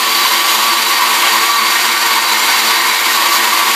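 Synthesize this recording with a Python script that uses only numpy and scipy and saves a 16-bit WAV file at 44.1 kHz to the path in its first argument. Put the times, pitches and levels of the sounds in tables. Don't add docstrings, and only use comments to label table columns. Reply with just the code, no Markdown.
import sys
import numpy as np
from scipy import signal
from scipy.fft import rfft, irfft
from scipy.io import wavfile
from scipy.ndimage import uniform_filter1d, minimum_filter1d, map_coordinates

SR = 44100
rng = np.random.default_rng(int(sys.argv[2]) if len(sys.argv) > 2 else 0)


def file_out(sig):
    cols = np.atleast_2d(sig).T
    lim = np.clip(cols, -1, 1)
    pcm = np.round(lim * 32767).astype(np.int16)
    wavfile.write(sys.argv[1], SR, pcm)


N = 165375
MAINS_HZ = 60
# time in seconds, height from 0 at the base to 1 at the lid.
LISTENING_HEIGHT = [(0, 0), (.6, 0), (1.3, 0.34), (1.8, 0.92), (2.5, 1), (2.9, 0.65), (3.2, 0.23),
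                    (3.75, 0.69)]


def shaft_speed():
    # time in seconds, turns per second.
    speed_turning_points = [(0.0, 112.9), (0.08, 111.5), (0.23, 115.9), (0.33, 111.7), (0.47, 114.9),
                            (0.58, 111.1), (0.74, 115.7), (0.84, 112.0), (0.98, 115.3), (1.11, 111.8),
                            (1.25, 115.3), (1.34, 111.8), (1.53, 115.5), (1.63, 112.1), (1.82, 117.0),
                            (1.9, 114.0), (2.01, 116.4), (2.14, 112.8), (2.27, 116.0), (2.39, 111.1),
                            (2.51, 116.1), (2.65, 112.0), (2.78, 115.9), (2.9, 112.2), (3.04, 115.9),
                            (3.17, 112.4), (3.35, 115.0), (3.43, 112.4), (3.58, 116.6), (3.69, 111.7),
                            (3.74, 113.0)]
    return eased(speed_turning_points) * (1 + .003 * wander(50))


def shaft_harmonic(order, turns):
    flutter_per_s, wobble_rad, flicker_db = 28, .35, 2.5
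    phase = 2 * np.pi * (np.round(order) * turns + rng.random()) + wobble_rad * wander(flutter_per_s)
    return unit_rms(np.sin(phase) * undb(flicker_db * wander(flutter_per_s)))


def motor_whine(speed, turns):
    # time in seconds, level in dB.
    main_levels = [(0, -28), (.15, -21), (.65, -22.5), (.8, -22.5), (1.3, -22.5), (1.68, -18), (1.8, -32.5),
                   (2.12, -21.5), (2.35, -34), (2.55, -32), (2.68, -25.5), (3.05, -36), (3.18, -18),
                   (3.45, -27), (3.75, -22)]
    # multiple of the shaft speed, level in dB,
    # dB added per turn per second above the mean speed, dB added at lid height.
    harmonics = [(2, -43.5, -1.3, 1.5), (3, -41, 0.9, -2.5), (4, -38.5, -1.5, 2), (5, -44, -2.5, -4.5),
                 (6, -46.5, 3, 2.5), (7, -38.5, 3.5, -10), (8, -40.5, 0.5, 11), (9, -28.5, 0, 0.5),
                 (11, -40.5, -5, 2), (12, -33, 1, 2.5), (13, -37.5, -0.5, 6.5), (14, -33.5, 0, 2),
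                 (16, -33.5, 0, 1), (18, -31.5, 3.5, -5.5), (19, -36, -2, 9.5), (20, -34, 1.5, -2)]
    surge, height = speed - speed.mean(), curve(LISTENING_HEIGHT)
    whine = undb(curve(main_levels)) * shaft_harmonic(10, turns)
    for order, db, surge_db, lid_db in harmonics:
        whine += undb(db + surge_db * surge + lid_db * height) * shaft_harmonic(order, turns)
    return whine


def blade_strokes(turns):
    bubbles_per_s, bubble_power_share = 4000, .25
    collapses = (rng.random(N) < bubbles_per_s / SR) * rng.choice([-1, 1], N)
    strength_db = 2 * np.minimum(rng.exponential(size=N), 6)
    bubbles = np.sqrt(bubble_power_share) * unit_rms(collapses * undb(strength_db))
    turbulence = np.sqrt(1 - bubble_power_share) * rng.standard_normal(N)
    blade_passing = 1 + .13 * np.cos(2 * np.pi * 2 * turns)
    return (bubbles + turbulence) * blade_passing


def churning(turns):
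    # time in seconds, relative level in dB.
    churn_levels = [(0, -17), (.2, -17), (.32, -17), (.85, -17.5), (1.15, -16), (1.28, -15.5), (1.48, -16),
                    (1.56, -18.5), (1.87, -15.5), (1.93, -19), (2.08, -16.2), (2.25, -17.5), (2.45, -16),
                    (2.72, -15.5), (2.79, -17.5), (3.1, -15.5), (3.45, -17), (3.75, -15.5)]
    # frequency in Hz, relative spectral density in dB.
    churn_spectrum = [(30, -58), (95, -41), (140, -28), (195, -23.5), (245, -11), (400, -11.5),
                      (500, -12.5), (680, -9), (780, -1), (1250, -5.5), (1700, -2.5), (2400, -1),
                      (3300, -1.5), (3650, -2), (4900, -5), (5350, -13), (7500, -11.5), (10000, -14),
                      (15000, -19.5)]
    effort = unit_rms(undb(curve(churn_levels) + .44 * wander(50)))
    return undb(-15.5) * colour(blade_strokes(turns), churn_spectrum) * effort


def jar_modes(turns):
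    # frequency in Hz, bandwidth in Hz, level in dB, dB added at lid height.
    modes = [(340.6, 22, -44, 3), (576, 79, -40, -1.5), (968, 54, -27, 3.5), (1032, 106, -23, -1.5),
             (1152, 103, -27.5, 4.5), (1513, 63, -35, 5), (1865, 61, -28.5, 3.5), (2085, 87, -30.5, 1),
             (2233, 107, -32.5, 7), (3110, 530, -23.5, -40), (3966, 115, -26.5, 0), (4570, 126, -25, 0.5)]
    # time in seconds, relative level in dB.
    low_drive = [(0, -2.5), (.45, 2), (.8, -.5), (1.25, 1.5), (1.55, -0.5), (2.3, -1), (2.85, -1),
                 (3.2, .5), (3.45, 3.5), (3.75, -2.5)]
    mid_drive = [(0, -7), (.23, 1), (.75, -1), (1.35, 3), (1.56, -0.5), (1.85, 0), (2.35, -3), (2.75, 0),
                 (3.0, 1.5), (3.3, 1.5), (3.75, -3)]
    high_drive = [(0, -2.5), (.2, 6), (.4, 0.5), (.85, 0.5), (1.25, -1), (1.58, -1), (2.1, -1.5),
                  (2.7, 2.5), (2.85, -0.5), (3.25, -0.5), (3.5, -3), (3.75, -4)]
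    height = curve(LISTENING_HEIGHT)
    ringing = np.zeros(N)
    for hz, width, db, lid_db in modes:
        drive_levels = low_drive if hz < 1300 else mid_drive if hz < 3500 else high_drive
        drive = undb(curve(drive_levels) + 1.8 * wander(30.17))
        ringing += undb(db + lid_db * height) * resonate(blade_strokes(turns) * drive, hz, width)
    return ringing


def brush_hiss(mains_phase):
    # time in seconds, relative level in dB.
    hiss_levels = [(0.02, -17), (0.18, -13.5), (0.45, -16.5), (0.46, -12.5), (0.62, -16.5), (1.49, -16.5),
                   (1.53, -18), (1.88, -17.5), (1.91, -21), (2.11, -15), (2.13, -18.5), (2.74, -15.5),
                   (2.76, -18), (3.15, -17), (3.19, -18.5), (3.38, -13), (3.4, -17), (3.73, -15.5)]
    # frequency in Hz, relative spectral density in dB.
    hiss_spectrum = [(2000, -27), (5000, 7), (7800, 0), (8900, 3.5), (9800, -3.5), (10600, 1), (12000, 3),
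                     (13300, 6.7), (14000, 3), (14600, -5), (15300, -4)]
    # frequency in Hz, bandwidth in Hz, level in dB, dB added at lid height.
    metal_modes = [(5810, 85, -39.5, 8), (6780, 115, -32.5, -0.5), (7310, 71, -36, 6),
                   (11490, 130, -37, 3.5), (14600, 400, -57, -2)]
    height = curve(LISTENING_HEIGHT)
    hiss = undb(-22) * colour(rng.standard_normal(N), hiss_spectrum)
    for hz, width, db, lid_db in metal_modes:
        gain = undb(db + lid_db * height + wander(5.4))
        hiss += gain * resonate(rng.standard_normal(N), hz, width)
    swell = undb(curve(hiss_levels) + 1.05 * wander(45))
    sparking = 1 + .1 * np.cos(2 * mains_phase)
    return hiss * unit_rms(swell * sparking)


def mains_hum(mains_phase):
    # multiple of the mains frequency, level in dB.
    partials = [(2, -65), (6, -48)]
    return sum(undb(db) * unit_rms(np.sin(order * mains_phase)) for order, db in partials)


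def kitchen(direct):
    t60_s, first_reflection_s, wet_gain = .32, .004, undb(-11)
    taps = SR // 2
    t = np.arange(taps) / SR
    tail = rng.standard_normal(taps) * np.exp(-np.log(1000) * t / t60_s) * (t > first_reflection_s)
    padded = np.pad(direct, (taps, 0), mode="reflect")
    wet = signal.fftconvolve(padded, tail / np.linalg.norm(tail))[taps:taps + N]
    return (direct + wet_gain * wet) / np.hypot(1, wet_gain)


def rumble():
    # frequency in Hz, relative spectral density in dB.
    rumble_spectrum = [(20, 0), (50, -13), (90, -10), (200, -30)]
    uneven_noise = rng.standard_normal(N) * undb(9 * wander(12))
    return undb(-79) * colour(uneven_noise, rumble_spectrum)


def resonate(force, hz, width):
    b, a = signal.iirpeak(hz, hz / (width * np.pi / 2), fs=SR)
    return unit_rms(signal.lfilter(b, a, signal.lfilter(b, a, force)))


def colour(x, spectrum):
    hz, db = np.array(spectrum).T
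    bin_hz = np.fft.rfftfreq(N, 1 / SR)
    gain = undb(np.interp(np.log(bin_hz + 1), np.log(hz), db))
    return unit_rms(irfft(rfft(x) * gain, N))


def wander(rate):
    coarse = np.arange(0, N + 64, 64)
    values = map_coordinates(rng.standard_normal(2048), [coarse / SR * rate], order=3, mode="wrap")
    return unit_rms(np.interp(np.arange(N), coarse, values))


def curve(table):
    return np.interp(np.arange(N) / SR, *np.array(table).T)


def eased(table):
    times, values = np.array(table).T
    rows = np.arange(len(times))
    place = np.interp(np.arange(N) / SR, times, rows)
    return np.interp(np.floor(place) + np.sin(np.pi / 2 * (place % 1)) ** 2, rows, values)


def undb(db):
    return 10 ** (np.asarray(db) / 20)


def unit_rms(x):
    return x / np.sqrt(np.mean(x ** 2))


def scene():
    speed = shaft_speed()
    turns = np.cumsum(speed) / SR
    mains_phase = 2 * np.pi * MAINS_HZ * np.arange(N) / SR
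    blender = motor_whine(speed, turns) + churning(turns) + jar_modes(turns)
    blender += brush_hiss(mains_phase) + mains_hum(mains_phase)
    throb = 1 + .022 * np.cos(2 * mains_phase)
    flutter = undb(.62 * wander(80))
    sound = kitchen(blender * throb * flutter) + rumble()
    return np.array([sound, sound])


def record(dry):
    cutoff_hz, ceiling = 15300, 1.0
    lowpass = signal.ellip(12, .1, 80, cutoff_hz, fs=SR, output="sos")
    sound = signal.sosfilt(lowpass, dry)
    needed_gain = ceiling / np.maximum(np.abs(sound), ceiling)
    gain = uniform_filter1d(minimum_filter1d(needed_gain, size=200), size=150)
    return signal.sosfiltfilt(lowpass, sound * gain)


dry = scene()
out = record(dry)
file_out(out)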